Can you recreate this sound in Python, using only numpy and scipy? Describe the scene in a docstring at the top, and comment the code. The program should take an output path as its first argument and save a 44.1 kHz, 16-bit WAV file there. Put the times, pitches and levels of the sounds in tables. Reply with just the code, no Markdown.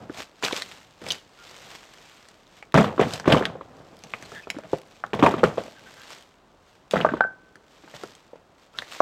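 """Split logs clack, crack and boom into a steel wheelbarrow on a leafy slope, some metres away.
Each knock is two brief wood modes plus a crack of filtered noise; its shake sets the tray boom and clatter.
Noise grains make the rustle of leaves and tumbling wood; wavering tones squeak, noise bursts tick sharply.
Decaying sines make one dry log ring; coloured noise is the faint hum of the valley.
The ground and the trees send the wood sounds back."""
import sys
import numpy as np
from scipy import signal
from scipy.fft import rfft, irfft
from scipy.io import wavfile
from scipy.ndimage import uniform_filter1d

SR = 44100
rng = np.random.default_rng(int(sys.argv[2]) if len(sys.argv) > 2 else 0)


def inscribe(sig):
    """Save sig as 16-bit PCM at rate SR to the path in sys.argv[1].

    A 1-D sig is mono; a 2-D sig holds one channel per row.
    Samples are clipped to [-1, 1] before scaling.
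    """
    pcm = np.round(np.clip(np.atleast_2d(sig).T, -1, 1) * 32767)
    wavfile.write(sys.argv[1], SR, pcm.astype(np.int16))


N = 397341

# Far hum and air. Each row: frequency in Hz, relative spectrum in dB.
VALLEY_SPECTRUM = [(18, -49), (30, 18.5), (141, -9), (273, 0), (1220, -4), (2170, -16), (3980, -22),
                   (14800, -40.5), (16000, -31.5)]
# Colour of leaf rustle. Each row: frequency in Hz, relative spectrum in dB.
LEAF_SPECTRUM = [(59, -19), (100, -22.5), (302, -5), (343, -4.5), (481, 0), (3250, -0.5), (7940, -10),
                 (10000, -23.5), (13500, -20.5), (16000, -35)]
# Colour of loose wood. Each row: frequency in Hz, relative spectrum in dB.
PILE_SPECTRUM = [(24, -53), (60, -7.5), (163, -3), (330, -7.5), (570, -6), (1070, -11.5), (2000, -16),
                 (3500, -19), (5600, -43), (16000, -63.5)]
# Boots and hands stir leaves, bark and loose wood. 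Each row: peak time in seconds, leaf level in dB,
# wood level in dB, rise in seconds per 20 dB, fall in seconds per 20 dB.
STIRS = [(0.029, -57.5, -40, 0.52, 0.1), (.195, -36, -43.5, 0.079, 0.075), (0.441, -22.5, -45, 0.014, 0.07),
         (0.577, -32, -55, 0.14, 0.087), (0.718, -46, -54, 0.39, 0.26), (1.115, -36, -43.5, 0.11, 0.092),
         (1.451, -49.5, -74, 0.16, 1), (1.734, -46, -54, 0.54, 0.17), (2.1, -51.5, -74, 1, 0.49),
         (2.588, -53.5, -62, 0.19, 0.11), (3.149, -35.5, -44, 0.19, 0.08), (3.462, -53, -46, 0.024, .06),
         (3.787, -60, -48, 0.47, .3), (3.931, -64, -51.5, 0.24, 0.36), (4.143, -51, -57, 0.077, 0.17),
         (4.35, -47.5, -48.5, 0.59, 0.2), (4.51, -55, -62, .03, 0.21), (4.737, -49, -59, 0.15, 0.12),
         (4.955, -57, -72, 0.34, 0.24), (5.047, -59.5, -63, .03, .1), (5.653, -48, -62, 0.7, 0.18),
         (5.879, -52, -54.5, 0.31, 0.43), (6.128, -45, -69, 0.38, 0.18), (6.683, -59, -71, 0.11, 0.26),
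         (6.918, -38.5, -51.5, 0.0096, 0.072), (7.709, -57, -59.5, 0.022, 0.37),
         (7.95, -43, -48, 0.015, 0.068), (8.03, -48.5, -55.5, 0.37, 0.27),
         (8.63, -57.5, -64.5, 0.092, 0.11), (8.79, -46, -52.5, 0.065, 0.26), (8.929, -41, -71, 0.072, .5)]
# Log blows. Each row: time in seconds, low mode level in dB, low mode in Hz, high mode level in dB,
# high mode in Hz, crack level in dB before GRIT_DB, shake of the load in dB.
KNOCKS = [(0.0972, -24.5, 316, -31, 1520.0, -64, -40), (0.4267, -22.5, 1020, -25, 1360, -17, -37),
          (0.4352, -22, 447, -15.5, 2500.0, -23, -26.5), (0.4499, -26, 473, -9.5, 3670.0, -16, -40),
          (0.4635, -25, 1000, -17, 2600, -24, -44), (0.484, -18, 1500, -22, 2500, -24, -46),
          (0.511, -21, 1000, -40, 2000, -45, -50), (0.5265, -24, 332, -16, 3660.0, -13, -34),
          (0.531, -22.5, 600, -20, 2300, -30, -50), (0.622, -18.5, 1900, -14.5, 3990.0, -14.5, -54),
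          (1.017, -38, 356, -43.5, 1500, -32, -36), (1.0398, -36.5, 510.0, -44, 1570.0, -29, -38),
          (1.066, -29, 557, -23.5, 2360.0, -23.5, -31.5), (1.0873, -42.5, 795, -21.5, 4470.0, -12.5, -59),
          (1.1058, -39.5, 900.0, -9.5, 3800.0, -15.5, -50.5),
          (1.1205, -47, 900.0, -18.5, 3560, -7.5, -51.5), (2.287, -58, 960, -43, 1750.0, -28.5, -65.0),
          (2.627, -34, 745, -29, 2200.0, -36.5, -59.5), (2.7429, -11.5, 365, -5, 1200, -11.5, -7),
          (2.7495, -20, 480, -14, 950, -34, -11), (2.7575, -11, 700, -11.5, 1370, -30, -15.5),
          (2.7745, -9.5, 500, -10.5, 1300, -17, -7), (2.7778, -11, 200, -9.5, 1700, -13, -10.5),
          (2.7855, -11.5, 300, -9.5, 1200, -24, -13), (2.81, -12, 197, -19.5, 1360.0, -17, -21),
          (2.8436, -27, 565, -28, 1200.0, -36, -17), (2.8737, -28, 526, -30, 1250.0, -41, -26),
          (2.98, -20.5, 333, -19, 1240.0, -51, -29), (2.9949, -5.5, 452, -11.5, 1100.0, -46.5, -11.5),
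          (3.0125, -12.5, 490, -15.5, 1820, -16.5, -13.5), (3.034, -24.5, 557, -23, 1800, -34, -19.5),
          (3.1372, -50, 596, -24, 4420.0, -9, -28.5), (3.199, -28, 810, -24, 1510, -19.5, -36),
          (3.244, -42, 900, -27.5, 1590, -45, -35), (3.257, -26, 470, -22, 1170.0, -37.5, -21),
          (3.2767, -7, 340, -13, 1100.0, -41, -8), (3.3003, -9, 500, -24, 1100, -27, -11.5),
          (3.3117, -11.5, 530, -21, 1230.0, -28.5, -23), (3.3222, -7, 1600, -8.5, 2950, -13, -11),
          (3.3255, -8.5, 630, -7.5, 2900, -4.5, -10), (3.3355, -11.5, 260, -18, 1500, -20, -20),
          (3.3469, -14, 420, -9.5, 1100.0, -24, -28.5), (3.3653, -13, 590, -18, 1180.0, -31.5, -13),
          (3.4114, -15.5, 460.0, -22, 1140.0, -45.5, -39), (3.4253, -17, 550, -19, 1610.0, -42, -22.5),
          (3.4548, -11, 1900, -10, 3250, -14.5, -26.5), (3.554, -27.5, 520, -44, 1520.0, -55.0, -53),
          (3.6108, -27.5, 530, -28, 1100.0, -58, -40.5), (4.0381, -43, 604, -33, 2720.0, -23, -39.5),
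          (4.1378, -18.5, 1230, -14.5, 2240, -32, -38.5), (4.226, -43, 900.0, -32.5, 2000.0, -25, -36.5),
          (4.3197, -36, 374, -32, 1260.0, -33, -38), (4.4718, -26, 515, -30, 1110.0, -59.5, -35),
          (4.5028, -29, 835, -13.5, 2360.0, -8, -51), (4.546, -32.5, 505, -42, 1090, -55, -39),
          (4.5662, -25.5, 307, -37, 1570.0, -57, -43), (4.5868, -26.5, 553, -33.5, 1370.0, -28, -39),
          (4.6363, -39, 580.0, -34.5, 1580, -55, -35.5), (4.7325, -7, 472, -23.5, 1100.0, -31.5, -28),
          (5.0393, -18, 876, -15, 1350.0, -56, -37), (5.1332, -16.5, 400.0, -20, 1690.0, -40, -16),
          (5.1929, -15.5, 510, -23.5, 2140.0, -46.5, -18), (5.2262, -5.5, 302, -6.5, 1100.0, -25, -8.5),
          (5.2382, -2, 490, -6, 1100.0, -25.5, -15), (5.2525, -9.5, 554, -31, 1110.0, -30, -17.5),
          (5.2637, -6, 910, -10, 2300, -15.5, -20), (5.2668, -1.5, 1010, -14, 2000, -25, -14.5),
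          (5.2865, -11, 795, -20, 1470.0, -41, -36), (5.3113, -21, 411, -29.5, 1550, -39, -23.5),
          (5.3404, -14.5, 350, -18, 1180.0, -55.5, -22), (5.3807, -36, 520, -27.5, 1200, -43.5, -21.5),
          (5.4335, -3, 502, -13.5, 1350.0, -27.5, -12), (5.4391, -3, 430, -5.5, 1360.0, -13.5, -16.5),
          (5.4751, -15.5, 510, -34, 1100.0, -30, -48.5), (5.574, -29, 480, -46, 2400, -50, -27),
          (5.5805, -12, 540, -24, 1000, -48, -27.5), (5.681, -32.5, 575, -40, 2890.0, -44, -47),
          (6.911, -36, 1080, -28.5, 2420.0, -12, -40.5), (6.9367, -6, 560, -16, 1100.0, -29, -16),
          (6.9586, -9.5, 685, -15, 1380.0, -37, -20), (6.9672, -26.5, 760.0, -15.5, 1360.0, -35.5, -15),
          (7.0044, -17.5, 590, -16, 1440.0, -33, -18.5), (7.013, -29, 690, -16.5, 2950.0, -41, -38),
          (7.0484, -3, 635, -5, 1100.0, -41, -23.5), (7.0653, -16, 490, -16.5, 1400.0, -53, -45),
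          (7.0897, -19.5, 670.0, -16.5, 1510.0, -50, -27.5), (7.1186, -21, 260.0, -31, 1490.0, -48.5, -32),
          (7.1376, -12.5, 360, -18.5, 1100.0, -49.5, -28), (7.17, -27, 520, -28.5, 1490, -49, -32.5),
          (7.2079, -4.5, 773, -27, 1440.0, -51, -35), (7.249, -21.5, 700, -32, 1200, -60, -46),
          (7.557, -52.5, 350.0, -35.5, 1673, -35, -49), (7.8378, -41.5, 333, -47, 1100.0, -56, -44),
          (7.878, -39, 905, -39.5, 1490, -50, -51), (7.9407, -35, 636, -34.5, 1980.0, -48, -46.5),
          (8.0361, -24.5, 456, -28.5, 1380.0, -24, -39), (8.152, -56, 590, -42, 3130, -29, -59.5),
          (8.333, -31, 510, -60, 1310.0, -61, -50), (8.357, -39, 550, -60, 1300, -60, -47.5),
          (8.7881, -17.5, 1650, -12, 3630.0, -20, -63), (8.8225, -32, 610, -23.5, 1800, -30, -55),
          (9.0046, -2, 666, -4, 1100.0, -19, -33.0)]
# Modes of the steel tray. Each row: frequency in Hz, relative level in dB, decay by 60 dB in seconds.
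TRAY_MODES = [(157, -4, 0.14), (213, -3.5, 0.18), (118, -8, 0.18), (494, -9, 0.33), (660, -3, 0.13)]
# Reflections off the ground. Each row: delay in seconds, gain in dB.
GROUND_ECHOES = [(.0045, -22)]
# Wood sliding on wood. Each row: start in seconds, length in seconds, mean frequency in Hz, level in dB.
SQUEAKS = [(1.108, 0.0076, 3215, -14), (1.372, 0.08, 1413, -52), (4.245, 0.022, 4200, -50),
           (4.331, 0.085, 1700, -40), (4.423, 0.031, 2500, -49), (5.737, 0.076, 1567, -51),
           (5.858, 0.036, 1557, -47), (5.955, .1, 1590, -52), (8.739, 0.036, 1360, -47.5)]
# Small sharp ticks: snapping twigs and light knocks of wood. Each row: time in seconds, peak level in dB,
# centre frequency in Hz.
SHARP_TICKS = [(2.7229, -32.5, 2250), (3.969, -41, 3500), (3.991, -41, 4000), (4.105, -37.5, 3000),
               (4.776, -42, 4200), (4.785, -36, 3000), (4.817, -37, 2500), (4.874, -49, 5500),
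               (5.065, -40, 3800), (5.149, -33.5, 3500), (5.315, -39.5, 8000), (5.795, -34.5, 2500),
               (5.868, -43, 2500), (5.942, -43, 2500), (6.018, -35, 3000), (6.095, -44, 3000),
               (6.225, -39.5, 3000), (8.9172, -28, 2700)]
# Modes of a dry log. Each row: frequency in Hz, relative level in dB, decay by 60 dB in seconds.
SINGER_MODES = [(1534, 0, 0.2), (1527, -19, 0.95), (1445, 9, 0.03), (1682, -22, 0.35)]
# Blows on that log. Each row: time in seconds, gain in dB.
SINGER_BLOWS = [(7.053, -33), (7.089, -33), (7.2073, -17), (7.2391, -23)]

VALLEY_DB = -58
CALM_LEAVES_DB, CALM_WOOD_DB = -68, -62  # floors: leaves and wood are never quite still
# a shaken load sheds bark and rolls on: level against the shake
SHED_DB, SHED_T60_S, SHED_RISE_S = -26.5, 0.31, 0.0021
ROLL_DB, ROLL_T60_S, ROLL_RISE_S = -20, 0.7, 0.05
LOW_PEAK_CYCLES, HIGH_PEAK_CYCLES = 0.96, 1.31  # cycles until a mode is at its strongest
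RING_DB, RING_RISE_CYCLES, RING_T60_CYCLES = -16, 8.3, 8.7  # soft ring-on of each mode, before its rise
CRACK_PEAK_S, GRIT_DB = 0.00079, -7.5
KNOCK_LEAD_S = 0.0009
PILE_DB, PILE_T60_S, PILE_RISE_S = -5.5, 0.047, 0.00087
TRAY_DB, TRAY_RISE_S = -10, 0.0022  # boom against the shake
CLATTER_DB = -5.5  # against the shake
CLATTER_T60_S, CLATTER_RISE_S = 0.23, 0.00039
CLATTER_TREBLE_T60_S, CLATTER_TREBLE_RISE_S = 0.091, 0.0005
CLACKS_PER_S_AT_500_HZ, CLACK_T60_CYCLES = 70, 12
TREES_DB, TREES_T60_S, TREES_RISE_S = -19.5, 0.27, 0.017
TICK_PEAK_S, TICK_BAND_RATIO = 0.00069, 1.3
TOP_HZ, BASS_CUT_HZ, CEILING = 16000, 70, 0.85


def undb(db):
    """Amplitude ratio of a level in dB."""
    return 10 ** (np.asarray(db) / 20)


def level(x, rms_db):
    """Scale x to the given RMS level."""
    return x * undb(rms_db) / np.sqrt(np.mean(x ** 2))


def add(out, start_s, x):
    """Mix x into out from start_s."""
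    i = int(start_s * SR)
    out[i:i + len(x)] += x[:len(out) - i]


def fade(t, t60):
    """Exponential decay, 60 dB down at t60; t and t60 share a unit."""
    return np.exp(-np.log(1000) * t / t60)


def onset(t_s, rise_s):
    """Exponential approach from 0 to 1."""
    return 1 - np.exp(-t_s / rise_s)


def swell(t_s, peak_s):
    """Rises smoothly to 1 at peak_s and dies away: a contact that builds and lets go."""
    return (t_s / peak_s * np.exp(1 - t_s / peak_s)) ** 2


def modes(table, t_s):
    """One decaying sine per row of a mode table."""
    hz, db, t60_s = np.transpose(table)[:, :, None]
    return undb(db) * np.sin(2 * np.pi * hz * t_s) * fade(t_s, t60_s)


def colour(x, spectrum):
    """Causal minimum-phase filter with the given spectrum, from the folded cepstrum."""
    hz, db = np.transpose(spectrum)
    size = 4096
    grid_hz = np.maximum(np.arange(size // 2 + 1) * SR / size, 1)
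    gain = undb(np.interp(np.log(grid_hz), np.log(hz), db))
    cepstrum = irfft(np.log(gain))
    cepstrum[1:size // 2] *= 2
    cepstrum[size // 2 + 1:] = 0
    impulse = irfft(np.exp(rfft(cepstrum)))
    return signal.fftconvolve(x, impulse)[:len(x)]


def grains(rate_per_s, spread_db, tail_s):
    """Random clicks of uneven size, each smeared into a short noisy tail."""
    hit = rng.random(N) < rate_per_s / SR
    size = hit * undb(spread_db * np.minimum(rng.exponential(size=N), 4))
    tail = np.exp(-np.arange(int(8 * tail_s * SR)) / (tail_s * SR))
    return signal.fftconvolve(size, tail)[:N] * rng.standard_normal(N)


def stirred(peaks_db, calm_db):
    """Power of all stirs: each swells to its peak and dies away, over a steady calm."""
    t_s = np.arange(0, N / SR + .01, .002)
    peak_s, _, _, rise_s, fall_s = np.transpose(STIRS)[:, :, None]
    below_db = 20 * np.where(t_s < peak_s, (peak_s - t_s) / rise_s, (t_s - peak_s) / fall_s)
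    # doubled dB turn amplitude into power
    power = undb(2 * (peaks_db[:, None] - below_db)).sum(axis=0) + undb(2 * calm_db)
    return np.interp(np.arange(N) / SR, t_s, power)


def shaken(db, t60_s, rise_s):
    """Power of what lingers for up to half a second after each blow, scaled by its shake."""
    out, t_s = np.zeros(N), np.arange(SR // 2) / SR
    linger = fade(t_s, t60_s / 2) * onset(t_s, rise_s)
    for knock in KNOCKS:
        time_s, shake_db = knock[0], knock[-1]
        add(out, time_s, undb(2 * (shake_db + db)) * linger)
    return out


def valley():
    """Steady far hum and air: coloured noise."""
    return level(colour(rng.standard_normal(N), VALLEY_SPECTRUM), VALLEY_DB)


def rustle():
    """Stirred leaves and shed bark: crisp crackle and a few twig ticks over a soft swish."""
    crackle = level(grains(500, 3.5, .0008), -2)
    twigs = level(grains(40, 3.0, .0012), -10)
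    swish = level(rng.standard_normal(N), -1.4)
    leaves = level(colour(crackle + twigs + swish, LEAF_SPECTRUM), 0)
    leaf_peaks_db = np.transpose(STIRS)[1]
    power = stirred(leaf_peaks_db, CALM_LEAVES_DB) + shaken(SHED_DB, SHED_T60_S, SHED_RISE_S)
    return np.sqrt(power) * leaves


def tumble():
    """Stirred and rolling wood: dense soft bumps with the colour of the pile, its treble dulled."""
    bumps = colour(grains(800, 1.8, .004), PILE_SPECTRUM)
    dulled = signal.sosfilt(signal.butter(2, 1100, fs=SR, output="sos"), bumps)
    wood_peaks_db = np.transpose(STIRS)[2]
    power = stirred(wood_peaks_db, CALM_WOOD_DB) + shaken(ROLL_DB, ROLL_T60_S, ROLL_RISE_S)
    return np.sqrt(power) * level(dulled, 0)


def wood_mode(hz, peak_cycles, partial_ratio, partial_gain, t_s):
    """Damped wood: a mode swells and dies within a few cycles, then rings on softly."""
    # a second partial keeps the mode from sounding like a pure tone
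    tone = np.sin(2 * np.pi * hz * t_s) + partial_gain * np.sin(2 * np.pi * partial_ratio * hz * t_s)
    cycles = hz * t_s
    ring = undb(RING_DB) * fade(cycles, RING_T60_CYCLES) * (1 - fade(cycles, RING_RISE_CYCLES))
    return tone * (swell(t_s, peak_cycles / hz) + ring)


def knocks():
    """Each blow excites two wood modes and a crack of bark; neighbouring logs scatter it."""
    out, t_s = np.zeros(N), np.arange(int(0.039 * SR)) / SR
    grit_band = signal.butter(2, [2300, 7000], "band", fs=SR, output="sos")
    for time_s, low_db, low_hz, high_db, high_hz, crack_db, _ in KNOCKS:
        low = undb(low_db) * wood_mode(low_hz, LOW_PEAK_CYCLES, 1.46, 0.43, t_s)
        high = undb(high_db) * wood_mode(high_hz, HIGH_PEAK_CYCLES, 1.227, 0.13, t_s)
        grit = signal.sosfilt(grit_band, rng.standard_normal(len(t_s)))
        crack = undb(crack_db + GRIT_DB) * grit * swell(t_s, CRACK_PEAK_S)
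        blow = crack - low - high
        # a new scatter wherever the log lands
        scatter = rng.standard_normal(len(t_s)) * fade(t_s, PILE_T60_S) * onset(t_s, PILE_RISE_S)
        scatter *= undb(PILE_DB) / np.linalg.norm(scatter)
        add(out, time_s - KNOCK_LEAD_S, blow)
        add(out, time_s - KNOCK_LEAD_S, np.convolve(blow, scatter))
    return out


def tray_booms():
    """Each blow rings the steel tray's modes in proportion to its shake."""
    out, t_s = np.zeros(N), np.arange(int(.4 * SR)) / SR
    tray = modes(TRAY_MODES, t_s) * onset(t_s, TRAY_RISE_S)
    for knock in KNOCKS:
        time_s, shake_db = knock[0], knock[-1]
        # every blow lands elsewhere: sign and weight of each mode change
        draw = rng.standard_normal(len(TRAY_MODES))
        weights = np.sign(draw) * undb(2.4 * draw)
        add(out, time_s, undb(shake_db + TRAY_DB) * weights @ tray)
    return out


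def clacking():
    """Many small knocks of loose wood, each ringing briefly at one of a ladder of pitches."""
    out = np.zeros(N)
    for hz in 120 * 2 ** np.arange(0, 6, 1 / 3):
        rate_per_s = CLACKS_PER_S_AT_500_HZ * np.sqrt(hz / 500)
        hits = (rng.random(N) < rate_per_s / SR) * rng.standard_normal(N)
        # two-pole resonator; keep is its decay per sample
        keep = fade(hz / SR, CLACK_T60_CYCLES)
        ring = signal.lfilter([1], [1, -2 * keep * np.cos(2 * np.pi * hz / SR), keep ** 2], hits)
        out += np.sqrt(hz) * level(ring, 0)
    return out


def clatter():
    """The shaken load clatters on after each blow; its treble dies first."""
    loose = level(grains(1200, 1.6, .002), -5) + level(clacking(), -2)
    loose = level(colour(loose, PILE_SPECTRUM), 0)
    dull = signal.sosfiltfilt(signal.butter(1, 1500, fs=SR, output="sos"), loose)
    treble = loose - dull
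    # shakes add in power
    dull_power = shaken(CLATTER_DB, CLATTER_T60_S, CLATTER_RISE_S)
    treble_power = shaken(CLATTER_DB, CLATTER_TREBLE_T60_S, CLATTER_TREBLE_RISE_S)
    return np.sqrt(dull_power) * dull + np.sqrt(treble_power) * treble


def ground(wood):
    """The ground reflects delayed, weaker copies."""
    out = np.zeros(N)
    for delay_s, db in GROUND_ECHOES:
        add(out, delay_s, undb(db) * wood)
    return out


def trees(wood):
    """Trunks and shed send back a faint, late wash: convolution with decaying noise."""
    t_s = np.arange(SR // 2) / SR
    wash = rng.standard_normal(len(t_s)) * fade(t_s, TREES_T60_S) * onset(t_s, TREES_RISE_S)
    return signal.fftconvolve(wood, undb(TREES_DB) * wash / np.linalg.norm(wash))[:N]


def squeaks():
    """Stick-slip locked to a mode: a tone of wavering pitch and uneven level."""
    out = np.zeros(N)
    for start_s, length_s, hz, db in SQUEAKS:
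        count = int(length_s * SR)
        waver = uniform_filter1d(rng.standard_normal((2, 8000)), size=70)[:, :count]
        phase = 2 * np.pi * np.cumsum(hz * (1 + .4 * waver[0])) / SR
        tone = np.sin(phase) + 0.2 * np.sin(2 * phase)
        uneven = undb(db + 34 * waver[1])
        add(out, start_s, uneven * np.sqrt(np.hanning(count)) * tone)
    return out


def sharp_ticks():
    """Snapping twigs and light knocks of wood: short noise bursts, each in a band around its pitch."""
    out, t_s = np.zeros(N), np.arange(SR // 50) / SR
    for time_s, peak_db, hz in SHARP_TICKS:
        noise = rng.standard_normal(len(t_s)) * swell(t_s, TICK_PEAK_S)
        edges_hz = [hz / TICK_BAND_RATIO, hz * TICK_BAND_RATIO]
        burst = signal.sosfilt(signal.butter(1, edges_hz, "band", fs=SR, output="sos"), noise)
        add(out, time_s - TICK_PEAK_S, undb(peak_db) * burst / np.abs(burst).max())
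    return out


def singing_log():
    """A dry log rings at the same modes at every blow; it rocks on its neighbours, so the ring wavers."""
    out, t_s = np.zeros(N), np.arange(SR) / SR
    ring = modes(SINGER_MODES, t_s).sum(axis=0) * onset(t_s, .001)
    for time_s, db in SINGER_BLOWS:
        add(out, time_s, undb(db) * ring)
    rocking = signal.fftconvolve(rng.standard_normal(N), np.hanning(600), "same")
    rocking_db = level(rocking, 4)  # RMS swing of undb(4), about 1.6 dB
    return out * level(undb(rocking_db), 0)


def scene():
    """Wood sounds with their reflections, over tumble, rustle and the valley; one channel."""
    wood = knocks() + tray_booms() + clatter() + squeaks() + sharp_ticks() + singing_log()
    out = wood + ground(wood) + trees(wood)
    out += valley() + rustle() + tumble()
    return out[None]


def record(dry):
    """The microphone chain thins the deep bass, rounds off the loudest peaks and cuts the top."""
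    thin = signal.sosfilt(signal.butter(2, BASS_CUT_HZ, "high", fs=SR, output="sos"), dry)
    held = thin / (1 + np.abs(thin / CEILING) ** 6) ** (1 / 6)
    return signal.sosfilt(signal.ellip(10, .2, 80, TOP_HZ, fs=SR, output="sos"), held)


dry = scene()
out = record(dry)
inscribe(out)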